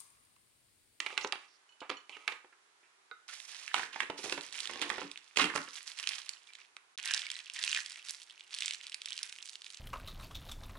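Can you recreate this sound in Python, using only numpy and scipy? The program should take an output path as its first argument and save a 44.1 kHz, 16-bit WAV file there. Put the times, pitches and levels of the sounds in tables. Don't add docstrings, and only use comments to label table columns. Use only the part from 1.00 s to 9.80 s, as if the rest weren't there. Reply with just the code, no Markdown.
import sys
import numpy as np
from scipy import signal
from scipy.fft import rfft, irfft
from scipy.io import wavfile
from scipy.ndimage import uniform_filter1d

SR = 44100
rng = np.random.default_rng(int(sys.argv[2]) if len(sys.argv) > 2 else 0)


def log_audio(samples):
    frames = np.atleast_2d(samples).T
    limited = np.clip(frames, -1, 1)
    pcm = np.round(limited * 32767).astype(np.int16)
    wavfile.write(sys.argv[1], SR, pcm)


N = 388064
T = np.arange(N) / SR


def undb(db):
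    return 10 ** (np.asarray(db) / 20)


def unit(x):
    return x / np.sqrt(np.mean(x ** 2))


def blow(x, db):
    return x * undb(db) * np.sqrt(.01 * SR / np.sum(x ** 2))


def at_hz(points, hz):
    freqs, values = np.transpose(points)
    return np.interp(np.log(np.maximum(hz, 1)), np.log(freqs), values)


def ring(x, response):
    return signal.fftconvolve(x, response)[:len(x)]


def colour(x, points, size=2048):
    gain = undb(at_hz(points, np.fft.rfftfreq(size, 1 / SR)))
    cepstrum = irfft(np.log(gain))
    cepstrum[1:size // 2] *= 2
    cepstrum[size // 2 + 1:] = 0
    return ring(x, irfft(np.exp(rfft(cepstrum))))


def band(x, low_hz, high_hz, order=2):
    edges = [low_hz, min(high_hz, SR / 2 - 1)]
    return signal.sosfilt(signal.butter(order, edges, "band", fs=SR, output="sos"), x)


def resonate(x, modes):
    return sum(undb(db) * signal.lfilter(*signal.iirpeak(hz, hz / width, fs=SR), x)
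               for hz, width, db in modes)


def fade(t, t60):
    return np.exp(-np.log(1000) * t / max(t60, 1 / SR))


def add(track, s, sound):
    i = max(int(s * SR), 0)
    track[i:i + len(sound)] += sound[:N - i]


def steady(x, span_s):
    return x / np.sqrt(np.abs(uniform_filter1d(x ** 2, int(span_s * SR))) + 1e-12)


def slips(per_s, spread_db):
    chance, size = rng.random(N), rng.standard_normal(N)
    strength = undb(spread_db * np.minimum(rng.exponential(size=N), 5))
    return (chance < per_s / SR) * strength * np.sign(size)


def pulse(hz, cycles):
    t = T[:int(8 * cycles / hz * SR) + 8]
    age = t * hz / cycles
    return age * np.exp(1 - age) * np.sin(2 * np.pi * hz * t)


def strokes(rows, attack_s, swell_db, release_t60):
    power = np.zeros(N)
    for s, length, db in rows:
        t = T[:int((length + release_t60) * SR)]
        onset = np.minimum(t / attack_s, 1)
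        swell = undb(swell_db * np.minimum(t / length, 1))
        release = fade(np.maximum(t - length, 0), release_t60)
        add(power, s, (undb(db) * onset * swell * release) ** 2)
    return np.sqrt(power)


def place(x, pan, lag_ms=0):
    ratios = [(hz, undb(db)) for hz, db in pan]
    left = colour(x, [(hz, 20 * np.log10(2 * r / (1 + r))) for hz, r in ratios])
    right = colour(x, [(hz, 20 * np.log10(2 / (1 + r))) for hz, r in ratios])
    return np.array([np.interp(T + lag_ms / 1000, T, left), right])


# (frequency [Hz], level [dB])
HUSH_TONE = [(25, -38), (60, -35), (110, -17), (180, -20), (260, -15), (400, -3.5), (520, -10.5), (650, -8),
             (900, -2.5), (1330, -2), (1700, -3.5), (3080, -8), (5120, -11), (7000, -12), (11000, -17.5)]

def room_hush():
    shared, side = (unit(colour(rng.standard_normal(N), HUSH_TONE)) for _ in range(2))
    side = colour(side, [(40, -3), (150, -4.5), (400, -2.5), (1500, 1.5), (5000, 0.5)])
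    return undb(-72.5) * np.array([shared + side, undb(3) * (shared - side)])


# (frequency [Hz], fade time [s])
ECHO_FADE = [(150, 0.36), (500, 0.24), (1500, 0.39), (3000, 0.3), (6000, 0.41), (11000, 0.29)]
# (frequency [Hz], level [dB])
ECHO_TONE = [(100, -10), (400, -3.5), (1200, -0.5), (2500, -3), (5000, -9.5), (10000, -3)]
# (frequency [Hz], left minus right [dB])
ECHO_PAN = [(200, 3), (1000, -2), (2500, -6), (8000, -5.5)]

def kitchen_echo(x, gap_s=0.0022, build_s=0.001):
    t = T[:int(.8 * SR)]
    edges = np.geomspace(70, 14000, num=12)
    response = 0
    for low, high in zip(edges[:-1], edges[1:]):
        hz = np.sqrt(low * high)
        shared, side = band(rng.standard_normal((2, len(t))), low, high)
        side *= min(hz / 2000 + (50 / hz) ** 2, 1)
        tail = fade(t, at_hz(ECHO_FADE, hz)) * np.clip((t - gap_s) / build_s, 0, 1)
        response += np.array([shared + side, shared - side]) * tail / np.sqrt(np.sum(tail ** 2))
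    left, right = place(colour(x, ECHO_TONE), ECHO_PAN)
    return np.array([ring(left, response[0]), ring(right, response[1])])


def drifting_echo(x, drift_hz=1.3):
    turn = 2 * np.pi * drift_hz * T
    return kitchen_echo(x * np.cos(turn)) + kitchen_echo(x * np.sin(turn))


# (frequency [Hz], level [dB])
THUD_TONE = [(40, -22.5), (100, -16), (180, -10), (270, -3.5), (370, 3.5), (510, 1.5), (680, -5.5),
             (900, -3), (1500, -17.5), (4000, -51)]

def strikes(rows, contact_s, rattle_db, usual_width, tick_db, tick_t60, thud_t60, push_db):
    usual_thud_db, width_per_db = -46.5, 0.04
    tick_hz, tick_db_per_octave = 2010, 11.5
    clacks, thuds, t = np.zeros(N), np.zeros(N), T[:SR // 6]
    onset = 1 - np.exp(-t / contact_s)
    for s, clack_db, hz, thud_db, t60 in rows:
        rattle_noise, tick_noise, thud_noise = rng.standard_normal((3, len(t))) * onset
        width = np.clip(usual_width + width_per_db * (thud_db - usual_thud_db), .3, 1.3)
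        contact = pulse(hz, cycles=0.44 / width)
        contact = unit(np.pad(contact, (0, len(t) - len(contact))))
        rattle = unit(band(rattle_noise * fade(t, t60), hz / (1 + width), hz * (1 + width)))
        clack = band(contact + undb(rattle_db) * rattle, 590, 4760, order=3)
        tick = band(tick_noise * fade(t, tick_t60), 3000, 8460)
        hardness_db = tick_db + tick_db_per_octave * np.log2(hz / tick_hz)
        add(clacks, s, blow(clack, clack_db) + blow(tick, clack_db + hardness_db))
        shudder = unit(thud_noise * fade(t, thud_t60))
        push = undb(push_db) * unit(signal.unit_impulse(len(t)))
        add(thuds, s, blow(colour(shudder + push, THUD_TONE), thud_db))
    return clacks, thuds


# (time [s], length [s], level [dB])
WORKTOP_DRAGS = [(2.75, 0.1, -56), (2.93, 0.14, -58.5), (3.1, 0.097, -62), (3.23, 0.079, -47),
                 (3.36, 0.026, -56), (3.48, 0.22, -64), (3.68, 0.17, -48), (3.81, 0.12, -44),
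                 (3.99, 0.032, -63), (4.39, 0.1, -43.5), (4.55, 0.018, -53), (4.6, 0.06, -66)]
# (frequency [Hz], level [dB])
RUB_TONE = [(40, -29), (120, -14), (200, 2), (300, -6.5), (650, 6.5), (1100, 13), (1800, -60), (3000, -20),
            (8000, -38)]

def dragging():
    judder = slips(per_s=900, spread_db=4)
    rumble = steady(band(colour(judder, THUD_TONE), 35, 700, order=1), 0.034)
    rub = undb(-4.5) * steady(colour(judder, RUB_TONE), 0.022)
    return (rumble + rub) * strokes(WORKTOP_DRAGS, attack_s=0.012, swell_db=2.5, release_t60=0.3)


# (time [s], length [s], level [dB])
WOBBLES = [(0.9, 0.031, -53.5), (3.105, 0.099, -59.5), (3.32, 0.077, -56.5), (4.025, 0.039, -47.5),
           (4.412, 0.041, -37.5), (4.46, 0.018, -47.5), (4.575, 0.035, -46)]
# (pitch [Hz], width [Hz], level [dB])
WORKTOP_NOTES = [(174.3, 24, -6.5), (284.6, 10, 2.5), (372, 84, -17.5)]

def wobbling():
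    wood = resonate(slips(per_s=560, spread_db=1.5), WORKTOP_NOTES)
    boom = steady(band(wood, 190, 424, order=3), 0.011)
    return boom * strokes(WOBBLES, attack_s=0.0086, swell_db=-3, release_t60=0.086)


# (time [s], clack level [dB], clack pitch [Hz], thud level [dB], clack fade time [s])
WORKTOP_KNOCKS = [(2.678, -43.5, 2270, -85, 0.0024), (2.7423, -28, 1870, -51, 0.01),
                  (2.7635, -38, 1820, -47.5, 0.035), (2.78, -40, 1900, -50, 0.017),
                  (2.7939, -38, 1530, -49, 0.023), (2.8317, -41, 1510, -56.5, 0.0072),
                  (2.9583, -42, 1200, -53, 0.02), (3.0037, -31, 1670, -55, 0.012),
                  (3.021, -47, 1890, -55, 0.013), (3.0319, -46, 1800, -49, 0.01),
                  (3.0993, -42, 1630, -35.5, 0.026), (3.19, -65, 1500, -46.5, 0.021),
                  (3.2412, -46, 2200, -43.5, 0.023), (3.258, -47, 1800, -43, 0.017),
                  (3.3237, -35, 2670, -38.5, 0.015), (3.3769, -42.5, 1750, -41, 0.038),
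                  (3.6949, -44.5, 1400, -50, 0.017), (3.7572, -50, 1390, -51, 0.0048),
                  (3.8155, -37, 3020, -45, 0.0095), (3.8219, -34, 2240, -43, 0.079),
                  (3.9005, -32.5, 1820, -48, 0.021), (3.912, -46, 1700, -53, 0.014),
                  (3.9814, -42.5, 1600, -40, 0.019), (4.0162, -44, 1500, -42.5, 0.013),
                  (4.3595, -43, 2500, -56, 0.029), (4.3718, -28, 2440, -37, 0.0097),
                  (4.387, -34, 1810, -37.5, 0.028), (4.3954, -27, 1730, -37.5, 0.072),
                  (4.409, -34, 2200, -38.5, 0.04), (4.4155, -34, 2550, -49, 0.02),
                  (4.42, -36, 2700, -41, 0.025), (4.429, -36.5, 1900, -45, 0.018),
                  (4.4411, -32.5, 1960, -44, 0.02), (4.4545, -39, 2150, -44, 0.024),
                  (4.4983, -40.5, 1780, -65, 0.032), (4.538, -45.5, 1380, -56, 0.0083),
                  (4.5535, -43, 1290, -36.5, 0.018), (4.5598, -34.5, 1230, -42.5, 0.015),
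                  (4.577, -39, 1160, -45.5, 0.019), (4.68, -58, 1510, -59.5, 0.015)]
# (pitch [Hz], width [Hz], level [dB])
DISH_NOTES = [(1040, 78, -6), (1188, 31, 1), (1325, 24, 2), (1460, 18, -2), (1730, 34, -18), (2080, 30, -5),
              (2793, 30, 7)]

def worktop():
    clacks, thuds = strikes(WORKTOP_KNOCKS, contact_s=0.00057, rattle_db=7, usual_width=0.86,
                            tick_db=-11, tick_t60=0.017, thud_t60=0.054, push_db=-2)
    jolt = (T > 4.35) & (T < 4.7)
    dishes = resonate(clacks * jolt, DISH_NOTES)
    return undb(1.5) * clacks + dishes + undb(-1.5) * thuds + undb(-10.5) * dragging() + wobbling()


def chime(taps, notes, attack_s, spread_db=3):
    out, t = np.zeros(N), T[:SR // 2]
    for s, tap_db, bright_hz in taps:
        tone = np.zeros(len(t))
        for hz, note_db, t60 in notes:
            spot_db = spread_db * rng.standard_normal()
            dull_db = 10 * np.log10(1 + (hz / bright_hz) ** 2)
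            tone += undb(note_db + spot_db - dull_db) * np.sin(2 * np.pi * hz * t) * fade(t, t60)
        add(out, s, undb(tap_db) * tone * (1 - np.exp(-t / attack_s)))
    return out


# (time [s], level [dB], brightness [Hz])
CHINA_TAPS = [(0.8045, -69, 6000), (0.9001, -67, 4970), (2.1128, -38.5, 2980), (2.2889, -47, 3000)]
# (pitch [Hz], level [dB], fade time [s])
CHINA_NOTES = [(463, -13.5, 0.039), (760, -15, 0.028), (1275, -8.5, 0.15), (1353, -8, 0.2),
               (1450, 0, 0.093), (1470, -7.5, 0.13), (2085, -18, 0.1), (2100, 15.5, 0.0032),
               (3779, -18, 0.12), (3900, 4, 0.011), (4570, 5, 0.0061), (6864, -37, 0.18)]
# (time [s], level [dB], brightness [Hz])
STEEL_TAPS = [(0.691, -55.5, 9000), (0.722, -57, 7000), (0.8045, -49, 14000), (0.9001, -47, 6000),
              (0.969, -42.5, 7000), (1.002, -53, 3500), (1.0944, -43, 2500)]
# (pitch [Hz], level [dB], fade time [s])
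STEEL_NOTES = [(2550, -11, 0.061), (2970, -2, 0.092), (3500, -13, 0.018), (4300, -11, 0.075),
               (5760, -15, 0.055), (6830, -14.5, 0.1)]

def clinks():
    china = chime(CHINA_TAPS, CHINA_NOTES, attack_s=0.00071)
    steel = chime(STEEL_TAPS, STEEL_NOTES, attack_s=0.00028)
    return band(china + steel, 250, 10000)


# (time [s], length [s], level [dB], start pitch [Hz], end pitch [Hz], width [Hz])
EDGE_SQUEAKS = [(0.207, 0.0095, -46.5, 4200, 4420, 2600), (0.221, 0.026, -51, 5460, 6250, 1700),
                (0.267, 0.0056, -48, 5840, 5770, 1600), (0.476, 0.093, -71.5, 5000, 5000, 1400),
                (1.118, 0.042, -53.5, 3050, 2580, 800)]

def squeaks():
    out = np.zeros(N)
    for s, length, db, from_hz, to_hz, width_hz in EDGE_SQUEAKS:
        hz = np.interp(T, [s, s + length], [from_hz, to_hz])
        tone = unit(np.sin(2 * np.pi * np.cumsum(hz) / SR))
        chatter = steady(band(rng.standard_normal(N), 12, width_hz / 2), 0.024)
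        press = strokes([(s, length, db)], attack_s=0.0044, swell_db=1.5, release_t60=0.029)
        out += chatter * tone * press
    return out


# (time [s], clack level [dB], clack pitch [Hz], thud level [dB], clack fade time [s])
TRAY_KNOCKS = [(0.0025, -34, 3050, -46.5, 0.011), (0.0627, -34.5, 2000, -42, 0.025),
               (0.1029, -48, 1820, -51, .04), (0.127, -50, 2040, -43, 0.012),
               (0.1705, -53, 2220, -56, 0.0092), (0.1766, -29.5, 2550, -42, 0.015),
               (0.181, -44, 1230, -56, 0.036), (0.2465, -36.5, 1710, -28, 0.013),
               (0.274, -51, 3720, -60, 0.0092), (0.3232, -33.5, 2900, -43, 0.0096),
               (0.329, -39.5, 1270, -50, 0.015), (0.3544, -47.5, 1670, -46.5, 0.049),
               (0.8045, -55.5, 4040, -70, 0.037), (0.8174, -46.5, 935, -38, 0.2),
               (0.895, -41.5, 2480, -38.5, 0.024), (0.9001, -36.5, 2060, -35, 0.017),
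               (0.912, -42.5, 1800, -36, 0.12), (1.0944, -49, 2630, -50, 0.0098),
               (1.1674, -50.5, 1560, -48.5, 0.024), (1.2776, -30.5, 2310, -45.5, 0.017),
               (1.2835, -41.5, 1130, -49, 0.053), (1.3218, -44.5, 1930, -43.5, 0.032),
               (1.445, -61.5, 1160, -50, 0.025), (1.525, -61, 1710, -66, 0.088),
               (1.83, -65, 2100, -66, 0.23)]
# (time [s], length [s], level [dB])
TRAY_SCRAPES = [(0, 0.14, -52.5), (.18, 0.045, -49.5), (.39, 0.061, -62.5), (1.095, 0.074, -58.5),
                (1.19, 0.11, -61.5), (1.29, 0.019, -49.5)]
# (frequency [Hz], level [dB])
SCRAPE_TONE = [(180, -27), (300, -6), (650, -5.5), (1110, 2.5), (1290, 2), (1720, -61), (2000, 5),
               (3060, -1), (4070, -6), (5840, -8.5), (11000, -18.5), (14300, -79), (22000, -120)]
# (pitch [Hz], width [Hz], level [dB])
TRAY_NOTES = [(377, 31, -6), (853, 120, -4), (1250, 92, -4), (1540, 26, -13), (2340, 63, -7),
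              (2670, 53, -1), (3660, 81, -16)]

def spoon():
    clacks, thuds = strikes(TRAY_KNOCKS, contact_s=0.00077, rattle_db=8, usual_width=0.94,
                            tick_db=-16.5, tick_t60=0.01, thud_t60=0.064, push_db=1.5)
    grain = steady(colour(slips(per_s=1300, spread_db=0), SCRAPE_TONE), 0.047)
    scrape = grain * strokes(TRAY_SCRAPES, attack_s=0.00098, swell_db=1, release_t60=0.23)
    plastic = clacks + undb(-8.5) * band(thuds, 250, 2500, order=1) + undb(-2) * scrape
    return plastic + resonate(plastic, TRAY_NOTES) + clinks() + squeaks()


# (time [s], length [s], level [dB], extra treble [dB])
BAG_MOVES = [(2.277, 0.08, -44.5, 2.5), (2.38, 0.22, -56, 10), (2.479, 0.2, -47, 1.5),
             (2.73, 0.1, -40, -0.5), (2.92, 0.1, -44, -6.5), (3.17, 0.084, -45.5, 6),
             (3.23, 0.12, -43.5, 4), (3.409, 0.065, -46, 2), (3.519, 0.13, -40, 0), (3.68, 0.35, -43, -6.5),
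             (3.8, 0.11, -51, -4), (3.96, 0.15, -55.5, 0), (4.14, 0.24, -64, -21),
             (4.362, 0.049, -39.5, 10), (4.542, 0.009, -43.5, 16), (4.61, 0.13, -52, 7.5),
             (4.724, 0.074, -45.5, 4.5), (4.855, 0.05, -43.5, 3.5), (4.966, 0.063, -41.5, 3),
             (5.066, 0.12, -40, 2), (5.24, 0.099, -51.5, 1), (5.47, 0.022, -56, -18),
             (5.532, 0.02, -62, -8), (5.58, 0.046, -54.5, -5), (5.977, 0.02, -39.5, -1.5),
             (6.034, 0.041, -37.5, 0), (6.09, 0.091, -36, 2.5), (6.21, 0.054, -44.5, -7),
             (6.3, 0.094, -50, 1), (6.44, 0.099, -55, -4), (6.537, 0.12, -44, 2.5),
             (6.62, 0.17, -43.5, 8.5), (6.84, 0.15, -52, 1.5), (7.041, 0.055, -50.5, 6),
             (7.079, 0.035, -47, 9), (7.17, 0.058, -70, 17), (7.509, 0.14, -49, 1), (7.6, 0.14, -48.5, 5.5),
             (7.821, 0.03, -50, 1), (8.04, 0.21, -51.5, 1), (8.22, 0.16, -62.5, 11), (8.41, 0.1, -60, 14),
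             (8.634, 0.34, -59.5, 7.5)]
# (time [s], length [s], level [dB])
BAG_HELD = [(2.314, 3.3, -61), (5.98, 5.5, -61)]

def handling(treble=False):
    moves = [(s, length, db + treble * extra_db) for s, length, db, extra_db in BAG_MOVES]
    return strokes(moves + BAG_HELD, attack_s=0.011, swell_db=-1.77, release_t60=0.24)


def scatter(distance, max_per_s, usual_db, centre_hz, octaves):
    usual_rustle_db, still_db, growth, spread_db = -54.5, -61.5, 0.57, 4
    rustle_db = 20 * np.log10(handling() + 1e-9)
    chance, size, pitch = rng.random(N), rng.standard_normal(N), rng.standard_normal(N)
    happens = (chance < max_per_s / SR * (1 - distance)) & (rustle_db > still_db)
    db = usual_db + growth * (rustle_db[happens] - usual_rustle_db) + spread_db * size[happens]
    hz = centre_hz * 2 ** (octaves * np.clip(pitch[happens], -2, 2))
    return list(zip(T[happens], db, hz))


# (time [s], length [s], level [dB], pitch of the trapped air [Hz])
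SAUCE_SQUEEZES = [(2.675, 0.039, -47, 1770), (6.042, 0.12, -36, 1700), (6.22, 0.16, -53, 2000),
                  (6.556, 0.059, -46, 1850), (6.63, 0.11, -39, 2860), (6.745, 0.025, -36, 1850),
                  (6.83, 0.15, -56, 2200), (7.512, 0.027, -52.5, 2600), (7.595, 0.15, -48, 2900),
                  (8.086, 0.034, -50, 3360), (8.197, 0.086, -52, 1490)]
# (time [s], level [dB], pitch [Hz], rise [cycles])
BAG_POPS = [(4.159, -32, 2650, 0.76), (5.336, -36, 4400, 2.1), (5.473, -43.5, 3560, 1.4),
            (5.486, -52, 2340, 15), (5.7678, -38, 1440, 0.5), (6.266, -36, 2250, 4), (6.355, -31, 4030, 2),
            (6.365, -39, 1950, 2.4), (6.588, -34, 1850, 2.7), (6.76, -23, 2400, 0.87),
            (6.789, -26.5, 1770, 1.3), (7.308, -36, 3600, 0.96), (7.409, -35, 3600, 0.68),
            (8.122, -25.5, 3220, 1.4)]

def squelch(distance, width_hz=280, overtone=1.7):
    bursts = sum(ring(slips(per_s=70, spread_db=3.5), pulse(hz, cycles=0.83))
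                 for hz in np.geomspace(1700, 3200, num=10))
    out = np.zeros(N)
    for s, length, db, hz in SAUCE_SQUEEZES:
        hollow = resonate(bursts, [(hz, width_hz, 0), (hz * overtone, width_hz * overtone, -5.5)])
        press = strokes([(s, length, db)], attack_s=0.0051, swell_db=5, release_t60=0.14)
        out += undb(-9) * steady(hollow + undb(-10) * bursts, 0.1) * press
    for s, db, hz, cycles in BAG_POPS:
        add(out, s, undb(db) * pulse(hz, cycles))
    for s, db, hz in scatter(distance, max_per_s=32, usual_db=-45.5, centre_hz=2970, octaves=0.23):
        add(out, s, undb(db) * pulse(hz, cycles=1.7))
    return band(out, 370, 11000, order=1)


# (frequency [Hz], level [dB])
FILM_TONE = [(150, -75), (400, -19.5), (800, -12), (1050, -6), (1350, -7.5), (1750, -4.5), (2300, -2),
             (3000, -1.5), (4200, -3), (5900, -4.5), (7200, -9.5), (8500, -11), (11000, -15.5)]

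def crackle(distance):
    wander = unit(uniform_filter1d(rng.standard_normal(N), SR // 70))
    flurry = undb((3.8 - 1.5 * distance) * wander)
    creases = sum(hz * ring(slips(per_s=95, spread_db=4.2), pulse(hz, cycles=.45))
                  for hz in np.geomspace(1500, 10000, num=11))
    swish = (.06 + 1.7 * distance ** 3) * unit(slips(per_s=9900, spread_db=1))
    film = steady(colour(unit(creases) + swish, FILM_TONE) * flurry, .055)
    treble = signal.sosfiltfilt(signal.butter(2, 5000, "high", fs=SR, output="sos"), film)
    return (film - treble) * handling() + treble * handling(treble=True)


def snaps(rows, lead_s=0.003, step_s=0.0007, step_db=-6.5):
    out, t = np.zeros(N), T[:600]
    rise_and_fall = np.minimum(fade(lead_s - t, .006), fade(t - lead_s, .018))
    for s, db, hz in rows:
        flutter = band(rng.standard_normal(len(t)), hz / 1.63, hz * 2.33)
        add(out, s - lead_s, undb(db - 11) * flutter * rise_and_fall)
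        edge_db = -8 + 9.5 * np.log2(hz / 3500)
        for step in range(3):
            wait, pitch, edge = rng.random(3)
            gain = undb(db + step * step_db)
            add(out, s, gain * pulse(hz * 2 ** (step * (pitch - .5) / 2), cycles=0.46))
            add(out, s, gain * undb(edge_db) * pulse(7000 + 2500 * edge, cycles=0.94))
            s += step_s * (.3 + wait)
    return band(out, 1630, 9260, order=3)


# (time [s], level [dB], pitch [Hz])
BIG_SNAPS = [(2.402, -29.5, 3210), (3.297, -21, 3700), (3.41, -28.5, 3800), (3.526, -28, 4680),
             (3.543, -33, 3020), (3.556, -34, 3400), (3.59, -31, 4400), (3.604, -20, 4560),
             (3.656, -24, 3300), (3.674, -22, 3460), (3.7353, -30, 2980), (4.1151, -26, 3840),
             (4.1752, -28, 3400), (4.782, -35, 3000), (4.9883, -25, 3920), (5.0287, -27, 3820),
             (5.04, -27, 2760), (5.073, -13.5, 3200), (5.0907, -17, 4800), (5.1193, -29, 2780),
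             (5.152, -32, 4000), (5.2926, -20.5, 4970), (5.535, -36.5, 3570), (5.5525, -33, 3430),
             (5.7668, -31.5, 3020), (5.977, -27.5, 4430), (5.999, -28, 3200), (6.038, -32, 3570),
             (6.0761, -20.5, 3200), (6.085, -26, 3440), (6.1087, -23, 3020), (6.1379, -12.5, 4070),
             (6.148, -25, 4500), (6.172, -26, 3430), (6.194, -23, 4170), (6.2186, -25, 3240),
             (6.254, -35, 2900), (6.2667, -28, 3900), (6.3023, -21, 3270), (6.3159, -23.5, 4970),
             (6.366, -28.5, 3330), (6.39, -28, 3900), (6.403, -32, 3040), (6.459, -36, 4200),
             (6.499, -27, 2960), (6.537, -30.5, 7000), (6.546, -33, 4500), (6.562, -25.5, 2950),
             (6.592, -25, 4200), (6.6277, -20.5, 3770), (6.6386, -15, 3530), (6.6475, -21, 5200),
             (6.6775, -18, 3000), (6.716, -21, 3800), (6.729, -15, 2880), (6.7475, -15.5, 3100),
             (6.763, -21, 2720), (6.774, -22, 3670), (6.804, -27, 4030), (6.848, -44, 4400),
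             (6.8612, -25, 4230), (6.898, -32, 6000), (6.907, -32, 3763), (6.92, -29.5, 5430),
             (6.928, -36, 4500), (6.959, -34, 2380), (7.044, -43, 4130), (7.0859, -28, 4500),
             (7.093, -28, 4500), (7.0957, -24, 4630), (7.147, -35, 4000), (7.202, -41, 2900),
             (7.218, -33.5, 4620), (7.231, -38, 4400), (7.298, -37, 3520), (7.396, -39, 3560),
             (7.508, -37, 3400), (7.5415, -24, 3670), (7.547, -22, 4620), (7.565, -30, 3500),
             (7.587, -22.5, 3800), (7.607, -21.5, 4500), (7.6221, -18.5, 2860), (7.633, -28, 3380),
             (7.647, -27, 3800), (7.6594, -18.5, 5300), (7.667, -30, 3980), (7.6807, -18, 3260),
             (7.709, -19, 3480), (7.724, -30, 3600), (7.736, -29, 3600), (7.747, -26.5, 3450),
             (7.812, -33.5, 2720), (7.868, -27.5, 3900), (7.876, -37, 3600), (7.897, -30.5, 4600),
             (7.92, -29.5, 3200), (7.927, -33, 3180), (7.9443, -19, 4140), (8.018, -27, 3770),
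             (8.0585, -21.5, 4590), (8.0856, -28.5, 3600), (8.106, -27, 4230), (8.13, -28, 3800),
             (8.141, -33, 4400), (8.166, -32, 5000), (8.1778, -24, 3800), (8.19, -27, 3750),
             (8.2308, -18, 5300), (8.275, -36, 3400), (8.295, -32, 4420), (8.3255, -27, 3400),
             (8.362, -34, 3400), (8.386, -32, 3200), (8.4268, -30.5, 4200), (8.465, -37, 4400),
             (8.476, -33, 4000), (8.495, -29.5, 4390), (8.532, -36, 4380), (8.5554, -28.5, 3240),
             (8.6193, -31, 3860), (8.6443, -31.5, 4170), (8.6652, -30, 3280), (8.7032, -32, 4300),
             (8.725, -38, 4540), (8.746, -34, 4000), (8.772, -34, 3960)]

def plastic_bag(distance):
    small_snaps = scatter(distance, max_per_s=7, usual_db=-45, centre_hz=3900, octaves=0.51)
    body = undb(-3.5) * crackle(distance) + snaps(BIG_SNAPS + small_snaps)
    loose_end = undb(-5) * crackle(distance) * (1 - 0.73 * distance) + squelch(distance)
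    sideways = undb(-19) * snaps([(s, db, hz * 1.16) for s, db, hz in BIG_SNAPS])
    return body, loose_end, sideways


# (time [s], distance [0 = over the plate, 1 = back of the worktop])
BAG_PATH = [(2.3, 1), (3.4, 0.85), (4.8, 0.64), (5.3, 0.78), (6.0, 0.3), (7.4, 0.042), (8.8, 0.056)]
# (frequency [Hz], left minus right [dB])
TRAY_SIDE = [(150, 4), (600, -3.5), (1200, -5.5), (2200, -8), (7000, -12.5)]
WORKTOP_SIDE = [(150, 1.5), (350, -2.5), (700, -6), (1500, -13.5), (4000, -10.5)]
NEAR_BAG_SIDE = [(300, -15), (1100, -12.5), (2200, -4.5), (4000, -5.5), (9000, -6.5)]

def scene():
    distance = np.interp(T, *np.transpose(BAG_PATH))
    tray, wood = spoon(), worktop()
    bag, loose_end, sideways = plastic_bag(distance)
    direct = place(tray, TRAY_SIDE, lag_ms=0.028)
    direct += place(wood + bag * distance, WORKTOP_SIDE, lag_ms=0.065)
    direct += place(bag * (1 - distance), NEAR_BAG_SIDE, lag_ms=0.024)
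    direct += place(loose_end, [(500, 9), (2500, -4.5), (8000, -10)], lag_ms=0.006)
    direct[0] += sideways
    to_walls = undb(-6.5) * tray + undb(-4) * wood + undb(-10 + distance) * (bag + loose_end)
    return direct + drifting_echo(to_walls) + room_hush()


def record(dry, top_hz=11150):
    sounding = (T < 5.957) | (T > 5.977)
    return signal.sosfilt(signal.ellip(8, .2, 60, top_hz, fs=SR, output="sos"), dry * sounding)


dry = scene()
out = record(dry)
log_audio(out)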